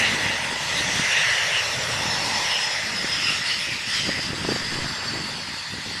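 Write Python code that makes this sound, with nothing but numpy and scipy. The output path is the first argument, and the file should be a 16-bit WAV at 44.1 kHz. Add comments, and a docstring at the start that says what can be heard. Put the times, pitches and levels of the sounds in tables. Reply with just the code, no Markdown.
"""A falling compressor whine over gusty hiss, a hollow howl and low roar: a jet taxis away, winding down.
Rotating blades give tones tied to one shaft; turbulent flow gives noise shaped by broad resonances.
Moving air makes the sound swell and swirl on its way, and level falls steadily with distance.
Wind adds rumble and short suction pulses at the microphone."""
import sys
import numpy as np
from scipy import signal
from scipy.fft import rfft, irfft
from scipy.io import wavfile

SR = 44100
rng = np.random.default_rng(int(sys.argv[2]) if len(sys.argv) > 2 else 0)


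def unload_wav(signal):
    """Save mono or channel-first audio to the path in sys.argv[1] as 16-bit WAV at rate SR, clipped to [-1, 1]."""
    wavfile.write(
        sys.argv[1],
        SR,
        np.round(np.clip(np.atleast_2d(signal).T, -1, 1) * 32767).astype(np.int16),
    )


N = 264600
FRAME, HOP = 1024, 256  # samples
TIME = np.arange(N) / SR  # s
FRAME_S = np.arange(N // HOP + 5) * HOP / SR
BIN_HZ = np.fft.rfftfreq(FRAME, 1 / SR)
TREMBLE_HZ = 8

# blade-passing pitch of the first compressor stage: time_s, pitch_hz
BLADE_PITCH = [(0, 5795), (.5, 5780), (1.5, 5455), (2.1, 5286), (2.7, 5150), (3.6, 4995), (4.5, 4657),
               (5.4, 4438), (6, 4334)]
# how far the tail has turned to the listener: time_s, share (0-1)
TAIL_TURN = [(0, 0.04), (1.5, 0.27), (3.5, 0), (4.5, 0.93), (6, 0.99)]
# level of the blade sound as the jet turns, with peaks near 3.2 and 5.1 s: time_s, relative_level_db
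BLADE_LEVEL = [(0, -5), (.45, -10), (.9, -2), (1.8, -3.5), (2.2, -2.5), (3.2, 2), (3.8, -1), (4.6, -0.5),
               (5.1, 2.5), (6, 0)]


def gain_of(db):
    """Level to amplitude: 20 dB is a factor of ten."""
    return 10 ** (np.asarray(db) / 20)


def evened(x):
    """Power normalization: scales to an rms of one."""
    return x / np.sqrt(np.mean(x ** 2) + 1e-20)


def curve(rows, t=TIME):
    """Linear interpolation: every column of a table, joined by straight lines in time."""
    s, *columns = np.transpose(rows)
    return [np.interp(t, s, c) for c in columns]


def colour(points):
    """Spectral envelope: dB at every bin, interpolated along log frequency."""
    hz, db = np.transpose(points)
    return np.interp(np.log(BIN_HZ + 1), np.log(hz + 1), db)


def hump(hz, width_hz):
    """Broad resonance: a peak in dB at every bin, 6 dB down at the edges of its width."""
    return -20 * np.log10(1 + (2 * (BIN_HZ - hz) / width_hz) ** 2)


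def bell(s, length_s, t=TIME):
    """Gaussian envelope: a smooth rise and fall around one moment."""
    return np.exp(-((t - s) / length_s) ** 2)


def surges(rows, t=TIME):
    """Incoherent addition: the summed power of a table of smooth surges."""
    return sum(gain_of(db) ** 2 * bell(s, length_s, t) for s, db, length_s in rows)


def wander(rate_hz):
    """Low-passed Gaussian noise: a smooth random signal of unit rms."""
    hz = np.fft.rfftfreq(N, 1 / SR)
    low_pass = np.exp(-(hz / rate_hz) ** 2)
    return evened(irfft(rfft(rng.standard_normal(N)) * low_pass, N))


def swirl(span_s, span_hz):
    """Scattering by eddies: patches in time and frequency where sound is focused or weakened."""
    z = np.fft.rfft2(rng.standard_normal((len(FRAME_S), len(BIN_HZ))))
    per_s = np.fft.fftfreq(len(FRAME_S), HOP / SR)[:, None]
    per_hz = np.fft.rfftfreq(len(BIN_HZ), SR / FRAME)
    z *= np.exp(-(per_s * span_s) ** 2 - (per_hz * span_hz) ** 2)
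    return evened(np.fft.irfft2(z, (len(FRAME_S), len(BIN_HZ))))


def turbulence(field_db):
    """Flow noise: random phases at steady unit power, coloured by a dB field over time and frequency."""
    real, imaginary = rng.standard_normal((2, len(FRAME_S), len(BIN_HZ)))
    shape = gain_of(field_db)
    frame_power_one = shape / np.linalg.norm(shape, axis=-1, keepdims=True)
    z = (real + 1j * imaginary) * frame_power_one
    return evened(signal.istft(z.T, nperseg=FRAME, noverlap=FRAME - HOP)[1][:N])


def path_db(follow):
    """Propagation: loss as the jet recedes, plus a share of the swelling and fading in moving air."""
    # how well moving air carries the sound: time_s, relative_level_db (at follow = 1)
    carry = [(0, 2), (.07, -0.5), (.16, -1), (.55, -2.5), (.8, 1), (1.2, 1.5), (1.92, 0.5), (2.48, 2),
             (2.97, -1.5), (3.2, 1.5), (3.56, 0.5), (3.84, -1), (3.94, 5), (4.1, 1.5), (4.27, 1.5),
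             (4.32, -2.5), (4.5, 2), (5.15, 0), (5.78, -1), (6, 1)]
    recede_db_per_s = 1.0
    return follow * curve(carry)[0] - recede_db_per_s * TIME


def tone(hz, scatter, blur_hz):
    """Multipath: a direct path of wavering pitch plus a scattered part that blurs the spectral line."""
    turns = np.cumsum(hz + 12 * wander(42)) / SR
    paths = 1 + scatter * (wander(blur_hz) + 1j * wander(blur_hz))
    return evened((paths * np.exp(2j * np.pi * turns)).real)


def whine():
    """Blade-passing tones: stages on one shaft keep fixed pitch ratios; each trembles by itself."""
    # tones of the other compressor and turbine stages: multiple of the blade pitch
    stage_ratios = [1.06, 1.088, 1.13, 1.325, 1.352, 1.537, 1.643]
    # their levels before blade level and path: side_db, rear_db
    stage_levels = [(-46, -43), (-40.5, -44), (-52, -46), (-55, -51), (-56, -49), (-64, -55), (-63, -47)]
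    # flares of the main tone when its direct path clears: centre_s, level_db, length_s
    flares = [(1.08, -37, 0.11), (1.68, -34, 0.071), (2.13, -32.5, 0.1), (2.35, -28, 0.035),
              (2.62, -31, 0.12), (2.99, -28, 0.025), (3.13, -29, .035), (3.25, -30, 0.07),
              (3.54, -35, 0.058), (4.17, -33.5, 0.069), (4.53, -33, 0.077), (5.1, -32.5, 0.063),
              (5.47, -43, 0.13)]
    (pitch_hz,), (blade_db,), (tail_on,) = curve(BLADE_PITCH), curve(BLADE_LEVEL), curve(TAIL_TURN)
    reach_db = blade_db + path_db(follow=1.0)
    tremble_db = 1.5  # rms
    main_db = -39.5 + reach_db + 1 * tail_on + tremble_db * wander(TREMBLE_HZ)
    main_level = np.sqrt(gain_of(main_db) ** 2 + surges(flares))
    out = main_level * tone(pitch_hz, scatter=0.76, blur_hz=44.5)
    for ratio, (side_db, rear_db) in zip(stage_ratios, stage_levels):
        turned_db = side_db + (rear_db - side_db) * tail_on
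        stage_db = reach_db + turned_db + tremble_db * wander(TREMBLE_HZ)
        out += gain_of(stage_db) * tone(ratio * pitch_hz, scatter=3.6, blur_hz=49.7)
    return out


def blade_rush():
    """Blade-turbulence interaction: cutting through eddies spreads noise just above the blade pitch."""
    (pitch_hz,), (blade_db,) = curve(BLADE_PITCH, FRAME_S), curve(BLADE_LEVEL)
    patches_db = 2.5 * swirl(span_s=.06, span_hz=450)
    level = gain_of(-35 + blade_db + path_db(follow=2.3))
    return level * turbulence(hump(1.055 * pitch_hz[:, None], width_hz=930) + patches_db)


def intake():
    """Inlet flow noise and duct resonance: hiss, howl and fine fizz, swirled by the same moving air."""
    # broad hiss spectrum: frequency_hz, relative_density_db
    hiss_colour = [(900, -44), (1150, -8), (1420, -5.5), (1650, -6), (2200, -6), (2500, 0), (2800, 1),
                   (3130, -3.5), (3400, 0.5), (3850, -4), (4400, -3.5), (5500, -6.5), (6600, -58),
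                   (9000, -63)]
    # fine treble spectrum: frequency_hz, relative_density_db
    fizz_colour = [(4000, -6), (5800, 2.5), (6600, 3), (7500, 1), (8700, -1.5), (9800, -6), (10900, -8),
                   (12000, -15), (13800, -29)]
    (tail_on,) = curve(TAIL_TURN)
    patches = swirl(span_s=0.067, span_hz=630)
    flutter_db = .7 * wander(16)
    howl_waver_db = 1.2 * wander(TREMBLE_HZ)
    # the turning tail hides the intake, hence the negative tail_on terms
    hiss_db = -27 + path_db(follow=1) - 3 * tail_on + flutter_db
    howl_db = -30 + path_db(follow=0.58) - 4.5 * tail_on + howl_waver_db
    fizz_db = -35 + path_db(follow=1.0) - 2.5 * tail_on + flutter_db
    hiss = gain_of(hiss_db) * turbulence(colour(hiss_colour) + 2.0 * patches)
    howl = gain_of(howl_db) * turbulence(hump(hz=1957, width_hz=398) + 2.35 * patches)
    fizz = gain_of(fizz_db) * turbulence(colour(fizz_colour) + 2.8 * patches)
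    return hiss + howl + fizz


def swells():
    """Focusing by moving air: short surges of one band of hiss give the jet a wavering vowel."""
    # focused bands: centre_s, centre_hz, level_db, length_s
    focused_bands = [(.046, 2740, -20, 0.036), (0.049, 1950, -20, 0.046), (0.063, 4050, -28.5, 0.032),
                     (0.31, 2760, -28, 0.052), (.3, 1950, -27.5, 0.085), (.783, 3870, -29.5, 0.027),
                     (1.165, 2700, -20.5, 0.053), (1.19, 3700, -22, 0.026), (1.25, 1880, -21.5, 0.18),
                     (1.36, 2880, -27, 0.12), (1.52, 2080, -25.5, 0.051), (1.562, 2870, -22.5, .038),
                     (2.27, 4460, -37, 0.063), (2.54, 2940, -26.5, 0.051), (2.797, 1960, -29, 0.065),
                     (3.074, 1960, -30.5, 0.056), (3.14, 3300, -31, 0.055), (3.27, 2770, -27, 0.082),
                     (3.317, 1370, -37.5, 0.24), (3.51, 4500, -27, 0.051), (3.52, 2900, -28, 0.056),
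                     (3.715, 2460, -31, 0.095), (4.01, 3100, -31, 0.091), (4.136, 2000, -30.5, .06),
                     (4.614, 1880, -37.5, .12)]
    power = 1e-14
    for s, hz, db, length_s in focused_bands:
        band = gain_of(db + hump(hz, width_hz=440)) ** 2
        power = power + band * bell(s, length_s, FRAME_S[:, None])
    level = np.interp(TIME, FRAME_S, np.sqrt(power.max(1)))
    return level * turbulence(10 * np.log10(power))


def exhaust():
    """Jet mixing noise: a low roar, a hollow resonant drone above it, and the tail pipe turning into view."""
    # stream strength before each layer's offset: time_s, roar_db, drone_db
    stream_levels = [(0, -36, -37.5), (.45, -41, -37), (1.95, -37, -41.5), (2.05, -36.5, -34.5),
                     (2.4, -41.5, -31), (2.85, -43, -42.5), (3.8, -49.5, -49.5), (5.05, -46.5, -43.5),
                     (5.75, -56.5, -46)]
    # roar spectrum: frequency_hz, relative_density_db
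    roar_colour = [(30, -41), (65, -10), (100, 2.5), (135, 7), (190, -5), (280, -26.5), (400, -1.5),
                   (590, 9.5), (740, 2), (1100, 0), (1500, -1), (2500, -27.5)]
    # tail-pipe spectrum heard from behind: frequency_hz, relative_density_db
    pipe_colour = [(500, -15), (800, -7), (1100, 7), (1450, 6.5), (1750, 10.5), (2300, -13), (4000, -21),
                   (8000, -60)]
    (roar_db, drone_db), (tail_on,) = curve(stream_levels), curve(TAIL_TURN)
    patches_db = 1.4 * swirl(span_s=0.22, span_hz=296)
    roar = gain_of(roar_db + 3) * turbulence(colour(roar_colour) + patches_db)
    drone = gain_of(drone_db - 0.5) * turbulence(hump(hz=907, width_hz=225))
    pipe = gain_of(roar_db + 10.0) * tail_on * turbulence(colour(pipe_colour))
    return roar + drone + pipe


def gust_db(t):
    """Incoherent addition: wind strength as the power of gusts over a light breeze."""
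    # gusts on the microphone: centre_s, level_db, length_s
    gusts = [(.16, -35.5, .17), (.48, -42, 0.29), (.8, -36, 0.05), (.95, -36, 0.073), (1.92, -41, 0.19),
             (2.28, -39, 0.16), (3.02, -42, 0.12), (3.28, -43, 0.42), (3.73, -42.5, 0.049),
             (3.88, -41, 0.018), (4.08, -35.5, 0.093), (4.27, -36, .09), (4.49, -33, 0.096),
             (4.81, -34, 0.13), (5.17, -34, 0.084), (5.4, -41.5, 0.16), (5.76, -35.5, 0.037),
             (5.92, -38, 0.054)]
    breeze_db = -57.5
    return 10 * np.log10(gain_of(breeze_db) ** 2 + surges(gusts, t))


def wind():
    """Turbulent pressure at the microphone: lumpy rumble whose spectrum brightens in harder gusts."""
    # rumble spectrum: frequency_hz, relative_density_db
    rumble_colour = [(15, -26), (35, -33), (60, -1.5), (100, 7.5), (135, 6), (200, 6.5), (290, -2.5),
                     (450, -11.5), (800, -37), (2000, -74)]
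    frame_db = gust_db(FRAME_S)
    brightness = 0.35 * (frame_db - frame_db.mean())[:, None]  # dB per octave
    octaves = np.log2(np.clip(BIN_HZ, 150, 900) / 180)
    rumble = turbulence(colour(rumble_colour) + brightness * octaves)
    lumps = gain_of(3.9 * np.tanh(wander(57)))
    # one surge of pressure at the very bottom of the range
    pressure = gain_of(-41) * bell(s=4.73, length_s=.16) * wander(22)
    low_cut = signal.butter(2, 56.4, "highpass", fs=SR, output="sos")
    lumpy_rumble = evened(signal.sosfilt(low_cut, rumble * lumps))
    return gain_of(gust_db(TIME)) * lumpy_rumble + pressure


def buffets():
    """Vortex pressure: each eddy is a short suction pulse with a ragged, brighter wake."""
    # hardest eddies, strength before a 1 dB cut: centre_s, strength_db, pitch_hz
    hard_eddies = [(.148, -23, 278), (.997, -18.5, 230), (2.058, -21, 242), (3.046, -19.5, 243),
                   (4.092, -15, 354), (4.193, -17.5, 294), (4.333, -19.5, 342), (4.45, -16.5, 244),
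                   (4.49, -13.5, 324), (4.522, -15.5, 268), (4.563, -21, 483), (4.789, -21, 287),
                   (4.846, -20.5, 240), (5.156, -20.5, 353)]
    out = np.zeros(N)
    wake = turbulence(hump(hz=415, width_hz=1200))
    eddies = [(s, db - 1.0, hz) for s, db, hz in hard_eddies]
    # lesser eddies come at random, 34 per second, within half an octave of 300 Hz
    for s, pitch in rng.random((round(34 * N / SR), 2)) * [N / SR, 1]:
        eddies.append((s, gust_db(s) + 7, 300 * 2 ** (pitch - .5)))
    for s, level_db, hz in eddies:
        near = slice(max(round(s * SR) - FRAME, 0), round(s * SR) + FRAME)
        t = TIME[near] - s
        u = (np.pi * hz * t) ** 2
        suction = (2 * u - 1) * np.exp(-u)
        ragged = 0.37 * wake[near] * np.exp(-abs(t) / 0.0032)
        out[near] += gain_of(level_db) * (suction + ragged)
    return out


def scene():
    """Superposition: the jet in open air, and the wind close by."""
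    jet = whine() + blade_rush() + intake() + swells() + exhaust()
    return (jet + wind() + buffets())[None]


def record(dry):
    """Band limiting: a steep linear-phase low-pass filter."""
    edge_hz = 13750
    low_pass = signal.firwin(511, edge_hz, window=("kaiser", 9), fs=SR)
    return signal.oaconvolve(dry, low_pass[None], "same")


dry = scene()
out = record(dry)
unload_wav(out)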